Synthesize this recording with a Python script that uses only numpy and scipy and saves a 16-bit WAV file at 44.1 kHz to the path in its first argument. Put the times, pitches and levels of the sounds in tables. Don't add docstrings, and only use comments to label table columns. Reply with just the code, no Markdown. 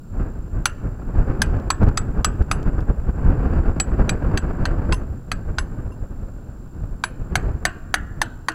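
import sys
import numpy as np
from scipy import signal
from scipy.fft import rfft, irfft, next_fast_len
from scipy.io import wavfile
from scipy.ndimage import map_coordinates

SR = 44100
rng = np.random.default_rng(int(sys.argv[2]) if len(sys.argv) > 2 else 0)


def wrap_up_sound(samples):
    columns = np.atleast_2d(samples).T
    tamed = np.clip(columns, -1, 1)
    steps = np.round(tamed * 32767).astype(np.int16)
    wavfile.write(sys.argv[1], SR, steps)


N = 376613
TIME = np.arange(N) / SR
AGE = np.arange(SR // 3) / SR

# frequency in Hz, density in dB.
TRAFFIC_SPECTRUM = [(25, 1), (250, -5), (500, -23), (1000, -30), (1500, -25), (2000, -56), (2700, -41),
                    (3400, -49.5), (4700, -44), (5600, -48.5), (12000, -62)]
BUFFET_SPECTRUM = [(8, -16), (25, 0), (75, -5), (140, -12), (280, -25), (600, -39), (2000, -103)]
RUSH_SPECTRUM = [(60, -14), (150, 0), (280, -1.5), (500, -7.5), (950, -15.5), (1550, -17.5), (2050, -32),
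                 (2600, -34), (3400, -49.5), (4100, -52), (4700, -45), (5500, -55), (12000, -67)]
# time in seconds, strength in dB.
GUSTS = [(0, -27.5), (.21, -2), (.38, -11), (1.02, -9.5), (1.27, 1.5), (1.75, -4), (2.42, -5.5), (2.72, -4),
         (3.14, -8), (3.33, -2), (3.6, 2), (3.82, -4), (4.0, 2), (4.9, -2.5), (5.05, -8.5), (5.3, -14.5),
         (5.48, -7), (6.25, -13), (7.14, -13.5), (7.41, 0), (7.8, -15), (8.18, -11.5), (8.54, -27.5)]
# centre in seconds, relative level in dB, half length in seconds.
PUFFS = [(.571, -26, 0.042), (0.864, -23.5, 0.025), (1.194, -15.5, 0.017), (1.828, -8.5, 0.014),
         (1.881, -9.5, 0.012), (2.188, -17.5, 0.022), (2.677, -16, 0.015), (2.788, -14, 0.0064),
         (2.9, -14.5, 0.011), (3.094, -17, 0.0098), (3.289, -15, 0.047), (3.578, -20, 0.021),
         (4.639, -19.5, 0.01), (4.898, -14.5, 0.0056)]

# start in seconds, force in dB, squareness in dB, knock pitch in Hz,
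# sharpness in dB, hammer ring in dB. Force, squareness and sharpness are 0 for an average blow.
HAMMER_BLOWS = [(0.6559, 0.5, 4, 1420, 9.5, -31), (1.418, -0.5, 5, 1590, 7.5, -37),
                (1.7029, -2, 5.5, 1282, 3, -24.5), (1.9734, -4, 3, 1314, -0.5, -26.5),
                (2.2454, -2, 5, 1250, 7, -22), (2.5132, -1.5, 2, 1304, -0.5, -33.5),
                (3.7997, -3.5, -1.5, 1347, 2.5, -19.5), (4.093, -5, -3.5, 1420, 0.5, -29),
                (4.3743, -8.5, 1, 1580, -3, -36), (4.654, -4, 2.5, 1560, -10, -46),
                (4.9233, -5.5, -3, 1450, -10, -36), (5.3163, -4, -1, 1300, -3.5, -40.5),
                (5.584, -5, 5.5, 1510, -10.5, -37.5), (7.038, 2.5, -1, 1550, -7, -36.5),
                (7.3548, 6, -5, 1486, 2, -37.5), (7.652, 5.5, 0, 1784, 3, -31),
                (7.941, 6, -.5, 1692, 3, -43), (8.216, 7, -4, 1770, 2.5, -38.5),
                (8.4844, 8, -7.5, 1490, -5.5, -47)]
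# frequency in Hz, relative level in dB, time to fall 60 dB (t60) in seconds.
MASONRY_MODES = [(742, -12, 0.022), (799, -5.5, 0.025), (1026, 0, 0.012)]
SHEET_MODES = [(328, -0.5, 0.12), (432.4, -9, 0.11), (620, -4, 0.095)]
FREE_CHISEL_MODES = [(1020, -1, .06), (2750, 0, .062), (5155, -6, .07), (6172, -11, .15), (10230, 0, .11)]
# frequency in Hz, relative level in dB, t60 in seconds.
HOUSING_MID = [(3214, 8.5, 0.0084), (3970, 0, 0.022), (4650, 3.5, 0.026), (4787, -1, 0.027)]
HOUSING_HIGH = [(6085, 1, 0.016), (6110, -10.5, 0.044)]
HOUSING_TOP = [(9440, 4, 0.03), (9990, 1.5, 0.039), (10830, -6.5, 0.026), (11150, -10.5, 0.013),
               (12150, -10, 0.026)]
# ratio to the pitch, relative level in dB, t60 in seconds.
KNOCK_MODES = [(1, 0, .022), (1.12, -11, .019), (.86, -10, .02)]
CLACK_MODES = [(1, 0, .023), (1.3, -8, .02), (.88, -8, .018)]
# frequency in Hz, density in dB.
CRACK_SPECTRUM = [(150, -39), (450, -4.5), (750, -8.5), (1600, 5.5), (2600, -5.5), (4700, -4.5),
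                  (5400, -20), (6200, -3), (8300, -30), (9700, -35), (11500, -23), (15500, -48)]
# frequency in Hz, gain in dB.
ECHO_TONE = [(700, 2.5), (1400, 1), (1800, -2), (2200, -8), (2800, 2), (3500, -11.5), (4700, -7),
             (6200, -10.5), (9000, -6)]
# frequency in Hz, t60 in seconds.
ROOF_DECAY = [(300, 0.055), (1500, 0.22), (4000, 0.11), (11000, 0.038)]
HOUSES_DECAY = [(300, 2.8), (1500, 1.46), (3000, 0.61), (6000, 0.67), (11000, 0.4)]
# start in seconds, gain of the lowest mode in dB, gain of the highest in dB.
LOOSE_RINGS = [(0.658, -24, -40), (2.516, -33, -34.5), (4.926, -13.5, -32), (5.586, -26, -36.5),
               (5.917, -36, -57), (7.04, -70, -30)]
# start in seconds, relative level in dB.
TICKS = [(1.598, -42), (1.832, -38), (1.886, -33.5), (2.422, -40.5), (2.6283, -38.5), (2.805, -42),
         (4.9427, -27), (8.518, -36)]
# frequency in Hz, rms level in dB.
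WHINE_TONES = [(7238, -81), (7294, -72), (7350, -71), (7406, -80), (7462, -83), (14644, -77)]

THUD_DB, KNOCK_DB, CLACK_DB = -27, -21, -29
MID_DB, HIGH_DB, TOP_DB = -27.5, -34, -34.5
CLACK_HZ, HAMMER_HZ = 2433, 7775
WALL_DELAY_S, WALL_DB = 0.041, -38
ROOF_GAIN_DB, HOUSES_GAIN_DB = -15, -24
BUFFET_DB, RUSH_DB = -20, -29.5
CUTOFF_HZ = 15900


def amp(db):
    return 10 ** (np.asarray(db) / 20)


def unit(x):
    return x / np.sqrt(np.mean(x ** 2) + 1e-20)


def unit_hit(x):
    return x / np.sqrt(np.mean(x[:SR // 100] ** 2) + 1e-20)


def along(points, hz):
    point_hz, values = np.transpose(points)
    return np.interp(np.log(hz + 1), np.log(point_hz), values)


def filtered(x, response):
    size = next_fast_len(len(x) + SR // 4)
    return irfft(rfft(x, size) * response(np.fft.rfftfreq(size, 1 / SR)), size)[:len(x)]


def coloured(x, spectrum):
    return filtered(x, lambda hz: amp(along(spectrum, hz)))


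def noise(spectrum, size=N):
    return unit(coloured(rng.standard_normal(size), spectrum))


def wobble(rate):
    return map_coordinates(rng.standard_normal(int(N * rate / SR) + 4), [TIME * rate])


def add(track, start_s, sound):
    part = track[max(round(start_s * SR), 0):][:len(sound)]
    part += sound[:len(part)]


def fade(t60, attack):
    return amp(-60 * AGE / t60) * (1 - np.exp(-(AGE / attack) ** 2))


def burst(spectrum, t60, attack):
    return unit_hit(noise(spectrum, len(AGE)) * fade(t60, attack))


def ring(modes, detune, attack, pitch=1):
    out = np.zeros(len(AGE))
    for frequency, db, t60 in modes:
        shift, strength, phase = rng.standard_normal(3)
        hz = frequency * pitch * (1 + detune * shift)
        out += amp(db + 2 * strength) * fade(t60, attack) * np.sin(2 * np.pi * (hz * AGE + phase))
    return unit_hit(out)


def traffic():
    return amp(-41 + 0.17 * wobble(4.2)) * noise(TRAFFIC_SPECTRUM)


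def wind():
    strength_db = np.interp(TIME, *np.transpose(GUSTS))
    eddies = wobble(34)
    buffet = amp(BUFFET_DB + 0.94 * strength_db + 4 * eddies) * noise(BUFFET_SPECTRUM)
    rush_gain = amp(RUSH_DB + 1.313 * strength_db + 2.96 * eddies + 2.02 * wobble(110))
    clicks = rng.standard_normal(N) * (rng.random(N) < 60 / SR)
    crackle = unit(coloured(clicks, [(1500, 0), (4700, 9), (8000, -1), (15000, -29)]))
    rush = rush_gain * (noise(RUSH_SPECTRUM) + amp(-49) * crackle)
    puff_gain = sum(amp(db) * np.exp(-0.5 * ((TIME - at) / half) ** 2) for at, db, half in PUFFS)
    puff_air = amp(3.5) * noise(BUFFET_SPECTRUM) + amp(-11) * noise(RUSH_SPECTRUM)
    return buffet + rush + puff_gain * puff_air


def blow(force_db, square_db, knock_hz, sharp_db, ring_db):
    thud_db = THUD_DB + force_db
    thud = amp(thud_db) * ring(MASONRY_MODES, detune=0.049, attack=0.00071)
    sheet = amp(thud_db - 25.5) * ring(SHEET_MODES, detune=0.063, attack=0.019)
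    knock_db = KNOCK_DB + force_db + square_db
    knock = amp(knock_db) * ring(KNOCK_MODES, detune=0.01, attack=0.001, pitch=knock_hz)
    clack_db = CLACK_DB + 0.13 * force_db - 0.93 * square_db + 0.29 * sharp_db
    clack_hz = CLACK_HZ - 33 * force_db + 28.5 * square_db
    clack = amp(clack_db) * ring(CLACK_MODES, detune=0.025, attack=0.0006, pitch=clack_hz)
    mid_db = MID_DB + 0.39 * sharp_db
    mid = amp(mid_db) * ring(HOUSING_MID, detune=0.036, attack=0.00067)
    high = amp(HIGH_DB + sharp_db) * ring(HOUSING_HIGH, detune=0.0037, attack=0.00035)
    top_db = TOP_DB + 0.88 * sharp_db + 0.47 * force_db
    top = amp(top_db) * ring(HOUSING_TOP, detune=0.018, attack=0.00054)
    head = amp(ring_db) * unit_hit(fade(t60=0.072, attack=0.003) * np.sin(2 * np.pi * HAMMER_HZ * AGE))
    crack = amp((knock_db + mid_db) / 2) * burst(CRACK_SPECTRUM, t60=0.037, attack=0.00036)
    snap = amp(top_db - 2) * burst([(3000, -8), (9000, -4), (15500, -21)], t60=0.048, attack=0.0004)
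    low_cut = signal.butter(2, 750, 'highpass', fs=SR, output='sos')
    strike = signal.sosfilt(low_cut, knock + clack + mid + high + top + crack + snap)
    return thud + sheet + strike + head


def echo(x, decay, build_s):
    hz, seconds, bins = signal.stft(rng.standard_normal((2, SR))[0], SR, nperseg=256)
    dying = amp(-60 * seconds / along(decay, hz)[:, None])
    _, tail = signal.istft(bins * dying, SR, nperseg=256)
    tail_age = np.arange(len(tail)) / SR
    tail *= 1 - np.exp(-(tail_age / build_s) ** 2)
    return signal.fftconvolve(x, tail / np.linalg.norm(tail))


def chiselling():
    out = np.zeros(N)
    for start_s, force_db, square_db, knock_hz, sharp_db, ring_db in HAMMER_BLOWS:
        direct = blow(force_db, square_db, knock_hz, sharp_db, ring_db)
        spread_db = KNOCK_DB + force_db + square_db / 2 - 0.5
        spread = amp(spread_db) * burst(CRACK_SPECTRUM, t60=0.02, attack=0.001)
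        dull = coloured(amp(-7) * direct + spread, ECHO_TONE)
        add(out, start_s, direct)
        add(out, start_s + WALL_DELAY_S, amp(WALL_DB) * direct)
        add(out, start_s, amp(ROOF_GAIN_DB) * echo(dull, ROOF_DECAY, build_s=0.0031))
        add(out, start_s, amp(HOUSES_GAIN_DB) * echo(dull, HOUSES_DECAY, build_s=0.024))
    return out


def loose_chisel():
    out = np.zeros(N)
    low_hz, high_hz = FREE_CHISEL_MODES[0][0], FREE_CHISEL_MODES[-1][0]
    for start_s, low_db, high_db in LOOSE_RINGS:
        for hz, db, t60 in FREE_CHISEL_MODES:
            level_db = db + along([(low_hz, low_db), (high_hz, high_db)], hz)
            add(out, start_s, amp(level_db) * fade(t60, attack=0.0039) * np.sin(2 * np.pi * hz * AGE))
    return out


def ticks():
    out = np.zeros(N)
    for start_s, db in TICKS:
        tick = burst([(1000, 2), (4700, 0.5), (8000, -9), (15000, -18)], t60=0.019, attack=0.00096)
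        add(out, start_s, amp(db - 13) * tick)
    return out


def scene():
    return (traffic() + chiselling() + loose_chisel() + ticks() + wind())[None]


def record(dry):
    whine = sum(amp(db) * np.sqrt(2) * np.sin(2 * np.pi * hz * TIME + 0.5 * wobble(53))
                for hz, db in WHINE_TONES)
    fuzz = amp(-73) * noise([(6900, -60), (7220, -11), (7330, 4.5), (7460, 3.5), (7700, -55)])
    hiss = amp(-68) * rng.standard_normal(N)
    mix = dry[0] + whine + fuzz + hiss
    rounded = mix / (1 + np.abs(mix / 0.78) ** 6) ** (1 / 6)
    return filtered(rounded, lambda hz: hz < CUTOFF_HZ)[None]


dry = scene()
out = record(dry)
wrap_up_sound(out)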